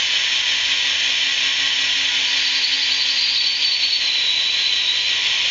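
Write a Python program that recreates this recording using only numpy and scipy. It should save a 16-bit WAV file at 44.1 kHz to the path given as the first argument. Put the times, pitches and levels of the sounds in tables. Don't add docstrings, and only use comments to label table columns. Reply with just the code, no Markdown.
import sys
import numpy as np
from scipy import signal
from scipy.fft import rfft, irfft
from scipy.io import wavfile
from scipy.ndimage import uniform_filter1d

SR = 44100
rng = np.random.default_rng(int(sys.argv[2]) if len(sys.argv) > 2 else 0)


def voltage_ratio(level):
    return 10 ** (np.asarray(level, float) / 20)


def dump(signal):
    limited = np.clip(np.atleast_2d(signal).T, -1, 1)
    pcm = np.round(limited * 32767).astype(np.int16)
    wavfile.write(sys.argv[1], SR, pcm)


N = 242550

SHAFT_HZ, SCREW_HZ = 36.318, 5.4477
HALL_T60_S = 0.24


def rms_one(x):
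    return x / np.sqrt(np.mean(x ** 2) + 1e-20)


def drift(rate_hz):
    r = np.exp(-2 * np.pi * rate_hz / SR)
    noise = rng.standard_normal(N + SR)
    return rms_one(signal.lfilter([1], [1, -2 * r, r * r], noise)[SR:])


def shaped(x, gain_at):
    return irfft(rfft(x) * gain_at(np.arange(N // 2 + 1) * SR / N + 1e-3), N)


def at_hz(points, hz):
    table_hz, table_db = np.transpose(points)
    return voltage_ratio(np.interp(np.log(hz), np.log(table_hz), table_db))


def resonance(hz, centre_hz, width_hz):
    return 1 / (1 + 2j * (hz - centre_hz) / width_hz)


def turning(hz, phase=0.):
    return np.cos(2 * np.pi * hz * np.arange(N) / SR + phase)


def hallway(x, t60_s, wet_db):
    age = np.arange(int(.4 * SR)) / SR
    tail = rng.standard_normal(len(age)) * voltage_ratio(-60 * age / t60_s) * (age > .003)
    tail = tail / np.sqrt(np.sum(tail ** 2))
    return x + voltage_ratio(wet_db) * signal.fftconvolve(x, tail)[:N]


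def looped(turn_hz):
    pattern = rng.standard_normal(SR)
    return pattern[(np.arange(N) % (SR / turn_hz)).astype(int)]


def contacts(shaft_share, mesh_share):
    new_share = np.clip(1 - shaft_share - mesh_share, 0, 1)
    by_shaft = np.sqrt(abs(shaft_share)) * looped(SHAFT_HZ)
    by_mesh = np.sqrt(abs(mesh_share)) * looped(SCREW_HZ / 3)
    return by_shaft + by_mesh + np.sqrt(new_share) * rng.standard_normal(N)


# [f/Hz, level/dB per Hz]
RATTLE = [(250, -39.5), (360, -45.5), (450, -34.5), (800, -33.5), (1000, -29), (1150, -31.5), (1300, -31),
          (1450, -22.5), (1750, -9), (2000, -5.5), (3050, 1), (4200, -5.5), (5000, -17.5), (7100, -24.5)]
# [f/Hz, level/dB rms]
HOUSING_MODES = [(1453, -57), (1561, -66), (1599, -62.5), (1631, -52), (1776, -54.5), (1927, -38),
                 (1997, -38.5), (2326, -38.5), (2396, -35), (2514, -33), (2611, -41.5), (2686, -53),
                 (2767, -54), (2799, -54), (2934, -46.5), (3042, -31), (3165, -30.5), (3391, -32),
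                 (3478, -37), (3650, -38.5), (3731, -36.5), (3854, -41), (4129, -45.5), (4285, -44.5),
                 (4930, -59.5), (5380, -47.5), (5478, -47), (6164, -53.5), (6378, -51.5)]


def housing(hz, width_share):
    modes = sum(voltage_ratio(db + 38.0) ** 2 * abs(resonance(hz, mode_hz, width_share * mode_hz)) ** 4
                for mode_hz, db in HOUSING_MODES)
    return np.sqrt(at_hz(RATTLE, hz) ** 2 + modes)


# [f/Hz, level/dB, side tone one screw turn lower: relative level/dB]
SHAFT_TONES = [(435.9, -69, -9), (508.5, -65, -9), (544.5, -67, -3), (581.1, -65, -9), (608.8, -64, -9),
               (653.6, -66, -9), (690.1, -67, -9), (817.1, -66, -9), (865.2, -58, -8), (980.6, -57, -2),
               (1016.9, -59, -3), (1089.5, -55, -5), (1409.8, -58, -9), (1597.8, -60, -2),
               (1634.2, -54, -1), (1930.0, -47, -4), (2322.9, -49, -9)]


def tones(wander_db):
    out = np.zeros(N)
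    phases = rng.random((len(SHAFT_TONES), 2)) * 2 * np.pi
    for (hz, db, side_db), phase in zip(SHAFT_TONES, phases):
        pair = turning(hz, phase[0]) + voltage_ratio(side_db) * turning(hz - SCREW_HZ, phase[1])
        out += np.sqrt(2) * voltage_ratio(db + wander_db * drift(1.9)) * pair
    return out


# [f/Hz, level/dB per Hz]
RUMBLE = [(20, -21.5), (48, 2), (70, 2.5), (95, 4), (140, -16.5), (200, -22), (400, -45.5)]
# [t/s, level/dB relative to the whirr]
DRAG = [
    (0, -36.5),
    (3.6, -38),
    (4.1, -28.5),
    (5.5, -29),
]


def carpet():
    rumble = rms_one(shaped(rng.standard_normal(N), lambda hz: at_hz(RUMBLE, hz)))

    def pile(hz):
        return abs(resonance(hz, 320, 62)) + 0.57 * abs(resonance(hz, 550, 260))

    brushing = rms_one(shaped(rng.standard_normal(N), pile))
    drag_db = np.interp(np.arange(N) / SR, *np.transpose(DRAG))
    return voltage_ratio(-35) * rumble + voltage_ratio(drag_db) * brushing


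WHIRR_DB, LOW_BODY_DB, RIPPLE_DB = -19.5, -21.5, -10
SHOULDER_LONG_DB, SHOULDER_SHORT_DB, SHOULDER_HALF_S, SHOULDER_SPREAD_S = -14.5, -24, 3, 0.24
HUM_TOP_DB, HUM_TOP_S, HUM_SAG_DB = -47.5, 2.3, 1.7


def whirr():
    t = np.arange(N) / SR
    shortened = 1 / (1 + np.exp((SHOULDER_HALF_S - t) / SHOULDER_SPREAD_S))
    shoulder_db = SHOULDER_LONG_DB + (SHOULDER_SHORT_DB - SHOULDER_LONG_DB) * shortened
    hum_db = HUM_TOP_DB - HUM_SAG_DB * (t - HUM_TOP_S) ** 2

    hz = np.arange(N // 2 + 1) * SR / N + 1e-3
    colour = housing(hz, width_share=0.016)
    under_low, under_mid, under_top = (1 / (1 + (hz / edge_hz) ** 12) for edge_hz in (1280, 1850, 4900))
    regions = (under_low, under_mid - under_low, under_top - under_mid, 1 - under_top)
    rattle = hallway(contacts(shaft_share=0.11, mesh_share=0.08), HALL_T60_S, RIPPLE_DB)
    low, shoulder, mid, top = (rms_one(shaped(rattle, lambda hz: colour * part)) for part in regions)

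    wobble = turning(SCREW_HZ, 0.32)
    shudder = drift(25)
    mid = mid * voltage_ratio(1.2 + 0.55 * wobble + .5 * turning(SHAFT_HZ) + 0.44 * shudder)
    low_throb_db = wobble + 1.2 * turning(3 * SHAFT_HZ) + turning(SHAFT_HZ) + .3 * shudder
    low = low * voltage_ratio(LOW_BODY_DB + low_throb_db)
    top_db = -5.0 + 0.21 * (shoulder_db - shoulder_db[0])
    brush_ticks = turning(24 * SCREW_HZ)
    top = top * voltage_ratio(top_db + .8 * wobble + 1.0 * brush_ticks + 0.18 * shudder)
    shoulder = shoulder * voltage_ratio(shoulder_db + 0.46 * wobble + .6 * turning(2 * SHAFT_HZ))

    lines_db = top_db - np.mean(top_db) - WHIRR_DB + 5.0 + 0.96 * wobble
    lines = tones(wander_db=2.5) * voltage_ratio(lines_db)
    tooth_mesh = turning(50 * SCREW_HZ)
    hum = np.sqrt(2) * voltage_ratio(hum_db + 2.9 * wobble + 1.0 * drift(22)) * tooth_mesh
    return voltage_ratio(WHIRR_DB) * (mid + low + shoulder + top + lines + carpet()) + hum


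# [t/s, settled f/Hz, grip level/dB, loss once the pitch is reached/dB]
TIGHT = [
    (2.25, 4930, -23, 7),
    (2.34, 4740, -29, -2),
    (2.43, 4620, -21, 5),
    (2.53, 4730, -19, 6),
    (2.8, 4840, -17.5, 10),
    (2.89, 4680, -17.5, 7),
    (2.99, 4710, -18.5, 7),
    (3.17, 4730, -18.5, 1),
    (3.27, 4720, -17.5, 3),
]
EASING = [
    (3.35, 4540, -16.5, 4),
    (3.45, 4520, -16, 6),
    (3.54, 4710, -20.5, 3),
    (3.62, 4520, -17.5, 4),
    (3.72, 4500, -16, 10),
    (3.81, 4430, -13.5, 9),
    (3.91, 4420, -13.5, 8),
]
LOOSE = [
    (3.99, 4080, -19, 1),
    (4.18, 3900, -17.5, 1),
    (4.45, 3960, -18.5, 2),
    (4.55, 4050, -23, -1),
    (4.64, 4030, -19, 1),
    (4.82, 3800, -21, -2),
    (4.92, 4030, -23, 1),
    (5.01, 4030, -25, 2),
    (5.1, 3850, -28, 2),
]
FIRST_STROKE_S, STROKE_COUNT = 2.251, 32
CLIMB_FROM_HZ, EASING_CLIMB_HZ, LOOSE_CLIMB_HZ, LOOSE_SHARE = 3650, 500, 150, .625
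FADE_SHARE = 1.4


def strokes():
    start = FIRST_STROKE_S + np.arange(STROKE_COUNT) / (2 * SCREW_HZ)
    s, *columns = np.transpose([*TIGHT, *EASING, *LOOSE])
    top_hz, grip_db, loss_db = (np.interp(start, s, c) for c in columns)
    easing = start > EASING[0][0] + 1 / SCREW_HZ / 4
    loose = start > LOOSE[0][0]
    tight_climb_hz = top_hz - CLIMB_FROM_HZ
    climb_hz = np.where(loose, LOOSE_CLIMB_HZ, np.where(easing, EASING_CLIMB_HZ, tight_climb_hz))
    levels = [grip_db, grip_db - loss_db, grip_db - FADE_SHARE * loss_db]
    return start, top_hz, climb_hz, LOOSE_SHARE * loose, levels


# [f/Hz, width/Hz, level/dB]
TUBE = [(3860, 70, 2), (3975, 70, 2), (4090, 90, 3), (4470, 160, 3), (4720, 80, 2)]
GRIP_S, ARRIVE_S, FADE_S = .027, .054, .078
LINGER_S, LINGER_DB = .022, -3
RASP_PER_KHZ_DB = 1.5
LOOSE_RASP_DB = -5


def squeal(climb_hz_per_s, jitter_hz, loose_hz, flutter_db, rasp_db, rasp_hz):
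    start, top_hz, climb_hz, looseness, levels = strokes()
    t = np.arange(N) / SR
    k = np.clip(np.searchsorted(start, t) - 1, 0, None)
    age = np.clip(t - start[k], 0, None)
    climb = climb_hz[k]
    below_hz = climb * np.exp(-(age * climb_hz_per_s / (climb + 250)) ** 2)

    loose = looseness[k]
    settled_hz = top_hz[k] + loose * (np.interp(t, start + 0.067, top_hz) - top_hz[k])
    ragged_hz = (jitter_hz + .1 * below_hz + loose_hz * loose) * drift(180)
    hz = settled_hz - (1 - loose) * below_hz + ragged_hz

    knots = (start[:, None] + [GRIP_S, ARRIVE_S, FADE_S]).ravel()
    knot_db = np.transpose(levels).ravel()
    level_db = np.interp(t, [start[0] - .03, *knots, knots[-1] + 0.056], [-60, *knot_db, -60])
    grips = np.cos(2 * np.pi * 6 * SCREW_HZ * (age - GRIP_S))
    beads = turning(2 * SHAFT_HZ)
    grip_db = flutter_db * (drift(79) + (1 - loose) * grips + loose * beads)
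    grip_db = grip_db - 2.0 - loose + 2.5 * np.sin(np.pi * below_hz / climb) - below_hz / 300
    slips = np.sqrt(2) * np.sin(2 * np.pi * np.cumsum(hz) / SR) * voltage_ratio(grip_db)

    rasp_centre_hz = top_hz[k] - rasp_hz - .35 * climb
    rasp = np.sqrt(2) * drift(450) * np.sin(2 * np.pi * np.cumsum(rasp_centre_hz) / SR)
    rasp_level_db = uniform_filter1d(level_db, size=1800) + rasp_db
    rasp_level_db = rasp_level_db + LOOSE_RASP_DB * loose + RASP_PER_KHZ_DB * climb / 1000
    voice = voltage_ratio(level_db) * slips + voltage_ratio(rasp_level_db) * rasp

    before = np.clip(k - 1, 0, None)
    held_hz = top_hz[before] + jitter_hz * drift(180)
    linger = voltage_ratio(levels[2][before] + LINGER_DB) * np.exp(-(age / LINGER_S) ** 4) * (k > 0) * (loose == 0)
    held = np.sqrt(2) * np.sin(2 * np.pi * np.cumsum(held_hz) / SR)
    voice = voice + uniform_filter1d(linger, size=130) * held
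    return shaped(voice, lambda hz: .6 + sum(voltage_ratio(db) / 2 * resonance(hz, *mode) for *mode, db in TUBE))


SQUEAL_DB, ECHO_DB = -0.5, -5


def scene():
    cry = squeal(climb_hz_per_s=58000, jitter_hz=25, loose_hz=65, flutter_db=2.3, rasp_db=-2.5, rasp_hz=120)
    return (whirr() + voltage_ratio(SQUEAL_DB) * hallway(cry, HALL_T60_S, ECHO_DB))[None]


HOLD_LEVEL_DB, GAIN_FOLLOW_S = -18.5, 0.05


def gain_control(x):
    r = np.exp(-1 / (GAIN_FOLLOW_S * SR))
    power, _ = signal.lfilter([1 - r], [1, -r], x ** 2, zi=[np.mean(x[:SR] ** 2)])
    return x * voltage_ratio(HOLD_LEVEL_DB - 10 * np.log10(power))


def top_cut(x):
    return signal.sosfilt(signal.butter(12, 9200, fs=SR, output="sos"), x)


def record(dry):
    held = gain_control(dry[0])
    direct = shaped(held, lambda hz: 1 / np.sqrt(1 + (hz / 7170) ** 130))

    def mirror_band(hz):
        return (abs(hz - 8710) < 450) * abs(resonance(hz, 8820, 290)) ** 2

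    leak = shaped(held * turning(16000), mirror_band)
    mix = direct + voltage_ratio(-27.0) * leak
    return top_cut(mix[None])


dry = scene()
out = record(dry)
dump(out)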